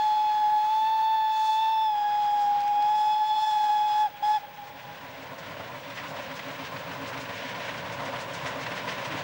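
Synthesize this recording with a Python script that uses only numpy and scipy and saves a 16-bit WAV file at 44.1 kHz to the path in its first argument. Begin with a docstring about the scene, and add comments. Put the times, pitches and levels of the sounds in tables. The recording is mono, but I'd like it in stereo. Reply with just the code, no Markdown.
"""Open fields ringed by hills: two small steam locomotives haul a train; a long whistle, then a short blast.
The whistle is a nearly pure pipe tone with fluttering overtones and jet hiss; echoes of the tone trail off.
Exhaust beats, rod clanks and rolling wheels swell up after it: noise bursts through resonances, shaped noise
and low thumps. The scene plays on the right; the left carries only leakage, hiss and hum."""
import sys
import numpy as np
from scipy import signal
from scipy.fft import rfft, irfft, next_fast_len
from scipy.io import wavfile
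from scipy.ndimage import uniform_filter1d

SR = 44100
rng = np.random.default_rng(int(sys.argv[2]) if len(sys.argv) > 2 else 0)


def pcm_store(signal):
    """Save signal as 16-bit PCM."""
    levels = np.round(np.clip(np.atleast_2d(signal), -1, 1) * 32767)
    wavfile.write(sys.argv[1], SR, levels.astype(np.int16).T)


N = 407043   # length in samples

# Levels are balances inside the scene, ahead of the trims in the functions and the final doubling.
# In noise colours, shape_db is only relative: the noise is scaled to rms 1.

# Whistle valve: open_s, shut_s (where the fall begins)
VALVE_TIMES = [(-1.0, 4.057), (4.226, 4.363)]
# Driver's hand on the whistle: time_s, pitch_hz (at full pressure), tone_db, overtones_db, hiss_db
WHISTLE_HAND = [(0.0, 854, -23.5, -45, -53), (0.28, 851, -23, -46.5, -59), (0.36, 849, -25, -48.5, -55.5),
                (0.46, 848, -22, -50, -57.5), (0.6, 849, -23.3, -50, -56), (0.67, 857, -25, -50, -55.5),
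                (0.73, 868.4, -23.5, -47.5, -56), (0.88, 878, -24, -45.5, -59.5),
                (1.15, 878, -23.5, -45, -59.5), (1.27, 869, -25.5, -45.5, -61),
                (1.36, 872, -25, -42, -54.5), (1.49, 871, -23.5, -42.5, -48),
                (1.62, 879.4, -24.5, -40, -54), (1.76, 880.4, -24, -43, -60), (1.86, 873, -24, -42, -59.5),
                (1.95, 829.7, -26.5, -49, -62.5), (2.23, 833.6, -24.5, -46, -56.5),
                (2.45, 822.5, -23.5, -53, -57), (2.55, 820, -23.5, -55.5, -66), (2.62, 824, -26, -58, -63),
                (2.81, 829, -22.5, -50, -59), (2.93, 849, -23, -46.5, -53.5), (3.08, 850, -23, -44, -51.5),
                (3.22, 853, -25, -45, -58), (3.43, 862, -25, -39, -51.5), (3.6, 844, -24, -45, -52),
                (3.83, 842.6, -23.5, -45, -55), (3.93, 842, -24.5, -43, -55), (4.01, 852, -22, -46, -51),
                (4.06, 838, -23, -48, -61), (4.25, 837.4, -24, -43, -51), (4.29, 845, -22, -48, -50.5),
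                (4.35, 858, -23.5, -41, -53), (4.37, 843, -24, -42, -56)]
# Whistle overtones: multiple of the pitch, level_db, share of the overtones' swing followed, flutter_db
OVERTONES = [(2, -6, .2, 3.5), (3, -8.5, 0.73, 2.5), (4, -0.7, 1, 1.24), (5, -14.5, 0.82, 2),
             (6, -13, 1.05, 2.3), (8, -31.5, .95, 2.5)]
# Tone colour: time_s, then lift_db of the 2nd, 3rd, 5th, 6th and 8th partial
TONE_COLOUR = [(0, 4.5, -6, 7.5, -4, -1), (.26, -7.5, -1, 4, 1.5, 5), (.4, 4, -4.5, 5.5, 2.5, -2),
               (.7, -2.5, 0.5, 4.5, -4.5, 2), (1.0, 3, -1, 6, -10, 0.5), (1.2, 2, 3, 6, -7.5, 3.5),
               (1.45, -1, 0.5, 5, -1, 12), (1.65, -2, 3.5, 0, -7, 1), (1.88, -3.5, -1.5, -10, 2, 3.5),
               (2.15, -1, -3.5, -4, 2.5, -0.5), (2.4, 1.5, -5, -6, 3, 0), (2.7, -3, 4, -7, 4.5, 1),
               (3.0, -1.5, -0.5, -4.5, 3.5, 3), (3.4, -3, -5.5, 2.5, 0, 2.5), (3.7, -0.5, -0.5, -2, 1.5, 0),
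               (4.3, 2, -4, -2, 1, 0)]
# Fainter tone sliding away under the whistle and beating with it:
# time_s, below_hz, level_db (against the tone), octave_db (on the overtones' scale)
SLIDING_TONE = [(3.09, 5.9, -29, -76), (3.21, 8.3, -13, -66), (3.41, 18, -13.5, -65), (3.53, 22, -20, -59),
                (3.6, 31, -16.5, -52), (3.68, 32, -15, -49.5), (3.76, 33, -20, -59), (3.95, 39, -27, -58),
                (4.06, 40, -26, -55)]
# Colour of the whistle's steam jet: freq_hz, shape_db (per Hz)
JET_COLOUR = [(600, -21), (1000, 8), (1700, -1.5), (2300, -10), (3500, -1.5), (4300, -3), (5100, -5),
              (6000, -8), (7200, -11.5), (10000, -21.5), (14000, -45)]
# Lift of the jet's highest treble: time_s, lift_db
JET_TREBLE = [(0, -1), (.2, -1.5), (.55, 5.5), (.8, -1), (1.2, -1), (1.5, 1), (1.8, 0), (2.2, 1),
              (2.5, -1.5), (3.0, 2), (3.5, -0.5), (4.3, 1.5)]
# Sound bounced off the field, cutting notches in the hiss: time_s, lag_ms, share of the direct sound
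FIELD_BOUNCE = [(0, .445, .25), (.6, .44, 0.33), (1.3, .445, 0.33), (1.66, .46, .25), (2.0, .535, .55),
                (2.5, .535, .55), (3.0, .535, .55), (3.6, .53, .4), (4.4, .53, 0.37)]
# Clearest single echoes: first_lag_s, level_db, pitch drop as a share
CLEAR_ECHOES = [(.13, -25.5, .004), (.213, -25, 0.019), (0.435, -21, .032), (.56, -27.5, .03),
                (.686, -28, 0.033)]
# The train as a whole: time_s, rolling_db, leak_db (against rolling)
TRAIN_LEVELS = [(0.0, -54.5, 3.5), (0.46, -54.5, 2), (1.67, -58.5, 0), (2.6, -50, 1), (3.24, -56, 0.5),
                (4.6, -51.5, -1), (4.95, -46.5, -2.5), (5.4, -43.5, -6), (5.85, -42.5, -4.5),
                (6.4, -42, -2), (7.1, -40.5, -4.5), (7.45, -40.5, -0.5), (7.9, -39, -5),
                (8.12, -38.5, -4.5), (8.26, -39, -6), (8.4, -38.5, -3.5), (9.05, -37, -3.5),
                (9.23, -36, -8)]
# Colour of the rolling rumble: freq_hz, shape_db (per Hz)
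ROLLING_COLOUR = [(24, -61), (40, -23.5), (130, -0.5), (173, -2), (227, -8.5), (269, -11.5), (310, -9),
                  (380, -12), (460, -4.5), (571, -0.5), (793, -7.5), (961, -1), (1230, -16), (1440, -7),
                  (1920, -11.5), (4000, -26), (5200, -37.5), (8800, -120)]
# Ringing wheels and frames: freq_hz, width_hz, level_db (against rolling), throb_db
WHEEL_RINGS = [(129, 39, -16, 0.5), (271, 22, -13.5, 3), (568.5, 24, -11, 3.5), (999, 130, -6.5, 2.5)]
# Colour of the steam leak: freq_hz, shape_db (per Hz)
LEAK_COLOUR = [(700, -30.5), (1200, -21), (1460, 1), (2300, 0.5), (3000, -1.7), (3700, -5), (4200, -9.5),
               (5900, -14), (8500, -28.5), (12000, -42.5), (16000, -74.5)]
# Clearest cylinder spurts: top_s, peak_db
CLEAR_SPURTS = [(4.547, -63), (4.679, -60), (4.829, -63), (4.96, -63), (5.107, -62), (5.23, -58),
                (5.39, -54), (5.51, -61), (5.677, -59), (5.81, -58), (5.96, -54), (6.09, -52), (6.229, -55),
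                (6.364, -49), (6.519, -53), (6.655, -55), (6.794, -54), (6.936, -54), (7.083, -48),
                (7.21, -48), (7.36, -54), (7.495, -53), (7.659, -52), (7.781, -53), (7.931, -50),
                (8.06, -50), (8.21, -46), (8.345, -45), (8.474, -45.5), (8.617, -49), (8.765, -50),
                (8.909, -49), (9.054, -48), (9.185, -49)]
# Colour of a spurt: freq_hz, shape_db (per Hz)
SPURT_COLOUR = [(2000, -14), (3500, -3), (5000, 0), (6500, -2), (8000, -8.5), (10000, -14), (12000, -23),
                (14000, -40)]
# Heaviest exhaust beats: start_s, peak_db, length_s
HEAVY_CHUFFS = [(4.547, -46, 0.03), (4.821, -40, 0.041), (5.024, -36, 0.03), (5.308, -29.5, 0.027),
                (5.512, -33, 0.028), (5.585, -29, 0.033), (6.075, -30.5, 0.11), (6.177, -32, 0.024),
                (6.43, -34, 0.05), (6.586, -33, 0.028), (6.715, -29.5, 0.036), (6.917, -29.5, 0.056),
                (7.287, -25.5, 0.02), (7.42, -28, 0.017), (7.84, -27, 0.028), (7.99, -25, 0.034),
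                (8.071, -26, 0.03), (8.126, -24, 0.025), (8.41, -28.5, 0.057), (8.879, -23.5, 0.012),
                (9.137, -31, 0.034)]
# Chimney resonances: freq_hz, width_hz, level_db
CHIMNEY_MODES = [(136.6, 52, -4), (266, 14, -3.5), (554, 48, 1.5), (700, 72, -0.5), (1010, 240, -5)]
# Hardest knocks: start_s, peak_db, length_s
HARD_CLANKS = [(4.67, -49, .02), (4.79, -44, .02), (5.216, -47, .02), (5.381, -43, 0.015),
               (5.459, -41.5, 0.019), (5.668, -46, .015), (5.75, -44, .015), (6.03, -42, .015),
               (6.309, -38, 0.016), (6.583, -43, 0.014), (7.008, -39.5, .018), (7.44, -44, 0.013),
               (7.855, -39, .018), (7.994, -38, .016), (8.15, -37, 0.021), (8.605, -38, 0.014),
               (8.713, -34, 0.019), (9.171, -36, 0.017), (5.592, -41, 0.016), (5.898, -38, 0.022),
               (5.963, -35, 0.033), (6.16, -38, 0.015), (6.39, -34.5, 0.011), (6.473, -38.5, 0.025),
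               (6.647, -35, 0.0085), (6.908, -38, .016), (6.76, -37, 0.013), (7.127, -35, 0.019),
               (7.17, -37, 0.011), (7.288, -39, 0.014), (7.543, -35, 0.013), (7.68, -33.5, 0.022),
               (8.342, -36, 0.013), (8.455, -30, 0.021), (8.662, -30, 0.0094), (8.769, -33.5, 0.023),
               (8.875, -30.5, 0.025), (8.977, -34, 0.013), (9.047, -33, 0.013), (9.112, -32, 0.015)]
# Colour of a blow: freq_hz, shape_db (per Hz)
CRACK_COLOUR = [(200, -25), (500, -1), (1000, 1.5), (2000, 5), (3600, -4.5), (6000, -15.5), (10000, -30),
                (14000, -55.5)]
# Ringing rods: freq_hz, level_db, ring_s (the resonance is 3.1 / ring_s Hz wide)
ROD_MODES = [(1480, -7, 0.043), (1970, -4, 0.038), (2620, -2, 0.074), (3500, -1.5, 0.023),
             (4290, -15.5, .05), (5080, -2, 0.025), (5800, 2.5, 0.029), (7750, -16.5, 0.021)]
# Water spits in the whistle: start_s, peak_db
WATER_SPITS = [(2.604, -38.5), (2.6152, -41.5), (2.6354, -46), (2.6773, -41), (2.8218, -41)]
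# Hollow low thumps, many of them on the engines' beat: top_s, peak_db, pitch_hz
LOW_THUMPS = [(2.6, -58, 277), (2.752, -57, 275), (4.76, -50, 277.5), (5.045, -45.5, 276),
              (5.197, -44, 270.4), (5.6, -50, 280), (5.762, -48, 260), (5.896, -46.5, 274),
              (6.122, -47, 269), (6.193, -48, 275), (6.307, -44, 263), (6.482, -41, 271),
              (6.61, -40.5, 270), (6.9, -45, 268), (7.014, -41, 271), (7.16, -44, 266), (7.235, -44.5, 267),
              (7.443, -44.5, 258), (8.075, -46, 265), (8.135, -45, 258), (8.473, -38.5, 264),
              (8.586, -41.5, 270), (9.135, -40, 315)]
# High steady whine and its side tones: offset in multiples of the hum pitch, level_db
WHINE_TONES = [(-2, -83), (-1, -80), (0, -54), (1, -75.5), (2, -82.5)]

# the tone starts just under full strength and dies ever faster
FIRST_DB, OPEN_DB_PER_S, SHUT_DB_PER_S2 = -3, 280, 27000
SAG_HZ_PER_DB, SAG_MOST_HZ = 5, 95   # pitch falls with the steam pressure at the valve
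OVERTONES_DB = -45   # the middle of the overtones' swing
FLUTTER_HZ, SMEAR = 9, .4   # flutter rate, share of noisy smear
JET_TAIL_S = 0.021   # the jet hisses on a little after the tone
JET_SPLIT_HZ, TREBLE_HZ = 4600, 7500
RUSH_DB, RUSH_FOLLOWS, HISS_DB = -50.5, 0.27, -55   # the low rush follows the hiss around HISS_DB
# scattered echoes: lowest starting level, fade time, farthest first lag, largest pitch drop as a share
ECHO_DB, ECHO_T60_S, ECHO_SPAN_S, ECHO_DROP = -35.5, 5.4, 1.0, 0.025
BEAT_PER_S, BEAT_AT_S = 7.09, 8.48   # pulse of the cylinders, reference time of one beat
SPURT_S, SPURT_DB = .03, -15   # length, dB against rolling for the less clear ones
# the two engines beat in turn: dB against rolling for each, spread, typical length, timing spread
CHUFF_DB, CHUFF_SPREAD_DB, CHUFF_S, CHUFF_JITTER_S = (6.5, 5.5), 2.5, 0.028, .005
CHUFF_TOP_HZ = 5000   # the blast carries little above this
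# random clatter: typical gap, dB against rolling, spread, typical length
CLANK_GAP_S, CLANK_DB, CLANK_SPREAD_DB, CLANK_S = .07, -4, 3, 0.014
GRIT_DB = 1.5   # blows are made of uneven grains
THUMP_S = 0.023   # half width
LOW_HZ, AIR_HZ = 62, 9750   # band of the train that carries through the air
HUM_HZ, HUM_DB, WHINE_HZ, CUTOFF_HZ = 50, -67, 15625.3, 15970


def amp(db):
    """Decibels to gain."""
    return 10 ** (np.asarray(db) / 20)


def rms_one(x):
    """Scale to unit rms."""
    return x / np.sqrt(np.mean(x ** 2) + 1e-20)


def in_time(rows, silent=None):
    """Columns of a curve at every sample; outside its span the end values, or the value silent."""
    s, *columns = np.transpose(rows)
    return [np.interp(np.arange(N) / SR, s, column, silent, silent) for column in columns]


def drift(rate_hz):
    """Slow random wander of spread 1: noise through two equal low-pass poles, run every 40 samples."""
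    r = np.exp(-80 * np.pi * rate_hz / SR)
    noise = rng.standard_normal(N // 40 + 2002)
    slow = signal.lfilter([1], [1, -2 * r, r * r], noise)[2000:]   # drop the settling
    return np.interp(np.arange(N) / 40, np.arange(len(slow)), rms_one(slow))


def coloured(spectrum):
    """Noise with the given spectrum, rms 1."""
    size = next_fast_len(N)
    hz = np.maximum(np.arange(size // 2 + 1) * SR / size, 1)
    freq_hz, shape_db = np.transpose(spectrum)
    gain = amp(np.interp(np.log(hz), np.log(freq_hz), shape_db))
    return rms_one(irfft(rfft(rng.standard_normal(size)) * gain, size)[:N])


def resonance(x, hz, width_hz):
    """Two-pole band-pass with gain near 1 at its top."""
    r = np.exp(-np.pi * width_hz / SR)
    poles = [1, -2 * r * np.cos(2 * np.pi * hz / SR), r * r]
    return signal.lfilter(np.array([1, 0, -1]) * (1 - r * r) / 2, poles, x)


def filtered(x, order, hz, kind):
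    """Butterworth filter."""
    return signal.sosfilt(signal.butter(order, hz, kind, fs=SR, output="sos"), x)


def puffs(rows):
    """Envelope of bursts that swell and die smoothly, topping half a length after the start."""
    out = np.zeros(N)
    for start_s, peak_db, length_s in rows:
        u = np.arange(int(8 * length_s * SR)) / (max(length_s, .002) * SR)
        i = int(start_s * SR)
        out[i:i + len(u)] += (amp(peak_db) * 2 * u * np.exp(1 - 2 * u))[:N - i]
    return out


def valve():
    """Steam pressure at the whistle in dB: a quick rise, a hold, a steep fall."""
    t = np.arange(N) / SR
    pressure_db = np.full(N, -120.0)
    for open_s, shut_s in VALVE_TIMES:
        rise = np.minimum(FIRST_DB + OPEN_DB_PER_S * (t - open_s), 0)
        fall = -SHUT_DB_PER_S2 * np.maximum(t - shut_s, 0) ** 2
        blast = np.where(t < open_s, -120, np.minimum(rise, fall))
        pressure_db = np.maximum(pressure_db, blast)
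    return pressure_db


def valve_opening(pressure_db):
    """Steam pressure as a smoothed gain."""
    return uniform_filter1d(amp(pressure_db), size=260)


def whistle_tone(pressure_db):
    """A nearly pure pipe tone, its pitch sagging with pressure, its partials shaken by turbulence."""
    pitch, tone_db, overtones_db, _ = in_time(WHISTLE_HAND)
    lift_db = dict(zip((2, 3, 5, 6, 8), in_time(TONE_COLOUR)))
    sag = np.minimum(-SAG_HZ_PER_DB * pressure_db, SAG_MOST_HZ)
    phase = 2 * np.pi * np.cumsum(pitch - sag + 2.7 * drift(31)) / SR

    below_hz = in_time(SLIDING_TONE, 0)[0]
    _, under_db, octave_db = in_time(SLIDING_TONE, -120)
    under_phase = phase - 2 * np.pi * np.cumsum(below_hz) / SR
    under = amp(under_db + 1.5 * drift(8)) * np.sin(under_phase)
    tone = amp(tone_db + .5 * drift(57)) * (np.sin(phase) + under)

    overtones = amp(octave_db + 1.5 * drift(20)) * np.sin(2 * under_phase)
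    # turbulence shakes the height of every partial and smears noise around it
    for multiple, db, follows, flutter_db in OVERTONES:
        k = int(multiple)
        partial_db = OVERTONES_DB + db + follows * (overtones_db - OVERTONES_DB) + lift_db.get(k, 0)
        shaking = amp(flutter_db * drift(FLUTTER_HZ)) + SMEAR * drift(250)
        overtones += amp(partial_db) * shaking * np.sin(k * phase)
    return np.sqrt(2) * valve_opening(pressure_db) * (tone + overtones)


def off_the_field(x):
    """The sound plus its late bounce off the ground, which combs the spectrum."""
    lag_ms, share = in_time(FIELD_BOUNCE)
    late = np.arange(N) - lag_ms * SR / 1000
    dulled = uniform_filter1d(x, size=2)   # grass dulls it
    return x + share * np.interp(late, np.arange(N), dulled)


def whistle_jet(pressure_db):
    """Turbulent noise of the steam jet that drives the pipe: a low rush and a high hiss."""
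    hiss_db = in_time(WHISTLE_HAND)[3]
    opening = valve_opening(pressure_db)
    r = np.exp(-1 / (JET_TAIL_S * SR))
    flow = np.maximum(opening, signal.lfilter([1 - r], [1, -r], opening))
    flow = flow * amp(1.3 * drift(9))
    jet = coloured(JET_COLOUR)
    rush = filtered(jet, 3, JET_SPLIT_HZ, "low")
    hiss = filtered(jet, 3, JET_SPLIT_HZ, "high")
    hiss = hiss + (amp(in_time(JET_TREBLE)[0]) - 1) * filtered(hiss, 3, TREBLE_HZ, "high")
    rush_db = RUSH_DB + RUSH_FOLLOWS * (hiss_db - HISS_DB) + 1.4 * drift(6)
    return flow * (amp(rush_db) * rms_one(rush) + amp(hiss_db) * rms_one(off_the_field(hiss)))


def hills(x):
    """Scattered echoes; their paths lengthen as the train runs on, which lowers their pitch."""
    t, out = np.arange(int(6 * SR)) / SR, np.zeros(N)
    clear_lag_s, clear_db, clear_drop = np.transpose(CLEAR_ECHOES)
    place, turn, size = rng.random((60, 3)).T
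    place = (np.arange(len(place)) + place) / len(place)   # spread all the way out
    lag_s = place * ECHO_SPAN_S
    echo_db = ECHO_DB - 60 * lag_s / ECHO_T60_S + 6 * size
    lags = np.append(lag_s, clear_lag_s)
    gains = amp(np.append(echo_db, clear_db))
    drops = np.append(ECHO_DROP * turn, clear_drop)
    for lag, gain, drop in zip(lags, gains, drops):
        out[:len(t)] += gain * np.interp(t - lag - drop * t, t, x[:len(t)], 0)
    return amp(1.6 * drift(18)) * resonance(out, 1400, 1900)   # moving air makes them flicker


def beat(early_s):
    """The steady pulse of the cylinders as a cosine, uneven in strength."""
    turn = 2 * np.pi * BEAT_PER_S * (np.arange(N) / SR - BEAT_AT_S + early_s)
    return np.cos(turn) * np.clip(1 + 0.57 * drift(7.6), 0, 2)


def rolling_wheels(rolling_db):
    """Wheels rumble on the rails as shaped noise; wheels and frames ring and throb with the beat."""
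    rumble = amp(1.1 * drift(9.9)) * coloured(ROLLING_COLOUR)
    rails = rng.standard_normal(N)
    ringing = np.zeros(N)
    for hz, width_hz, db, throb_db in WHEEL_RINGS:
        swing_db = 1.3 * drift(3.7) + throb_db * beat(0.037)
        ringing += amp(db + swing_db) * rms_one(resonance(rails, hz, width_hz))
    return amp(rolling_db) * (rumble + ringing)


def steam_leak(rolling_db, leak_db):
    """Steam leaks from glands and valves: unsteady noise that pulses faintly with the beat."""
    swing_db = 1.1 * drift(11.0) + 1.0 * drift(35) + .6 * beat(0)
    return amp(rolling_db + leak_db + swing_db) * coloured(LEAK_COLOUR)


def with_train(s, db, length_s, loud):
    """The loud rows, and between them bursts whose height rides on the level of the rolling train."""
    gap_s = np.abs(s[:, None] - np.transpose(loud)[0]).min(axis=1)
    free = (s >= 0) & (s < N / SR) & (gap_s > .03)
    time_s, rolling_db, _ = np.transpose(TRAIN_LEVELS)
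    peak_db = np.interp(s, time_s, rolling_db) + db
    return np.transpose([s, peak_db, length_s])[free].tolist() + list(loud)


def spurts():
    """Steam spurts from the cylinders: a short bright hiss on every pulse."""
    k = np.arange(-60, 6)
    top_s = BEAT_AT_S + k / BEAT_PER_S
    db = SPURT_DB + 2.5 * rng.standard_normal(len(k))
    clear = [(s, peak_db, SPURT_S) for s, peak_db in CLEAR_SPURTS]
    rows = with_train(top_s, db, np.full(len(k), SPURT_S), clear)
    rows = [(max(s - length / 2, 0), peak_db, length) for s, peak_db, length in rows]   # top to start
    return puffs(rows) * coloured(SPURT_COLOUR)


def exhaust():
    """Beats blow noise through the chimney resonances; the engines alternate, twice per cylinder pulse."""
    k = np.arange(-130, 14)
    late, strong, long = rng.standard_normal((len(k), 3)).T
    start_s = BEAT_AT_S + k / (2 * BEAT_PER_S) + CHUFF_JITTER_S * late
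    db = np.array(CHUFF_DB)[k % 2] + CHUFF_SPREAD_DB * strong
    beats = with_train(start_s, db, CHUFF_S * amp(2.5 * long), HEAVY_CHUFFS)
    blast = signal.lfilter(*signal.butter(2, CHUFF_TOP_HZ, fs=SR), puffs(beats) * rng.standard_normal(N))
    out = np.zeros(N)
    for mode, (hz, width_hz, mode_db) in enumerate(CHIMNEY_MODES):
        out += (-1) ** mode * amp(mode_db) * resonance(blast, hz, width_hz)   # signs alternate
    return amp(8.0) * out


def clanks():
    """A dull crack of noise also rings the rods, each mode's strength changing from blow to blow."""
    gap, strong, long = rng.standard_normal((300, 3)).T
    start_s = np.cumsum(CLANK_GAP_S * amp(4 * gap))
    db = CLANK_DB + CLANK_SPREAD_DB * strong
    clatter = with_train(start_s, db, CLANK_S * amp(2.5 * long), HARD_CLANKS)
    crack = puffs(clatter) * rms_one(amp(GRIT_DB * drift(220))) * coloured(CRACK_COLOUR)
    rings = np.zeros(N)
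    for hz, mode_db, ring_s in ROD_MODES:
        rings += amp(mode_db + 2.2 * drift(5.2)) * resonance(crack, hz, 3.1 / ring_s)
    return amp(-3) * crack + amp(-8.0) * rings


def spits():
    """Water spits in the whistle: short bright ticks of noise."""
    # freq_hz, shape_db (per Hz)
    colour = [(1200, -21), (2200, -4), (4500, 5), (7000, -6), (11000, -16.5), (13000, -44)]
    return amp(-5.0) * puffs([(s, db, .004) for s, db in WATER_SPITS]) * coloured(colour)


def thumps():
    """Hollow low thumps: each swells and fades as a bell curve on a single low pitch."""
    out, u = np.zeros(N + SR), np.arange(-3, 3, 1 / (THUMP_S * SR))   # u counts half widths
    for (top_s, peak_db, hz), turn in zip(LOW_THUMPS, rng.random(len(LOW_THUMPS))):
        i = int((top_s - 3 * THUMP_S) * SR)
        tone = np.sin(2 * np.pi * (hz * THUMP_S * u + turn))
        out[i:i + len(u)] += amp(peak_db) * np.exp(-u * u / 2) * tone
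    return out[:N]


def train():
    """All the sounds of the running train; the air dulls them."""
    rolling_db, leak_db = in_time(TRAIN_LEVELS)
    near = rolling_wheels(rolling_db) + steam_leak(rolling_db, leak_db)
    near += spurts() + exhaust() + clanks() + thumps()
    return filtered(near, 3, [LOW_HZ, AIR_HZ], "band")


def scene():
    """Everything reaches one microphone."""
    pressure_db = valve()
    tone = whistle_tone(pressure_db)
    mono = tone + whistle_jet(pressure_db) + hills(tone) + train() + spits()
    return np.stack([mono, mono])


def record(dry):
    """The scene plays on the right and leaks, thinned, into the left through stray capacitance."""
    t = np.arange(N) / SR
    wavering = amp(1.3 * np.sin(2 * np.pi * .37 * t - 1.5))
    jitter = .12 * drift(70) + .3 * drift(4)   # the whine's phase trembles, in radians
    whine = np.zeros(N)
    for k, db in WHINE_TONES:
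        whine += amp(db) * np.sin(2 * np.pi * (WHINE_HZ + k * HUM_HZ) * t + jitter)
    whine *= wavering
    track = 2 * (dry[1] + whine)
    hum = amp(HUM_DB) * np.sin(2 * np.pi * HUM_HZ * t)
    buzz = sum(amp(-106 - 1.2 * k) * np.sin(2 * np.pi * k * HUM_HZ * t + k * k) for k in range(1, 10))
    leakage = amp(-48.5) * resonance(track, 5000, 12000) + amp(-40.5) * 2 * whine
    hiss = filtered(rng.standard_normal((2, N)), 8, 14400, "low")
    both = np.stack([leakage + buzz, track + hum]) + amp([[-92], [-65]]) * hiss   # left, right
    return signal.sosfilt(signal.cheby2(24, 50, CUTOFF_HZ, fs=SR, output="sos"), both)


dry = scene()
out = record(dry)
pcm_store(out)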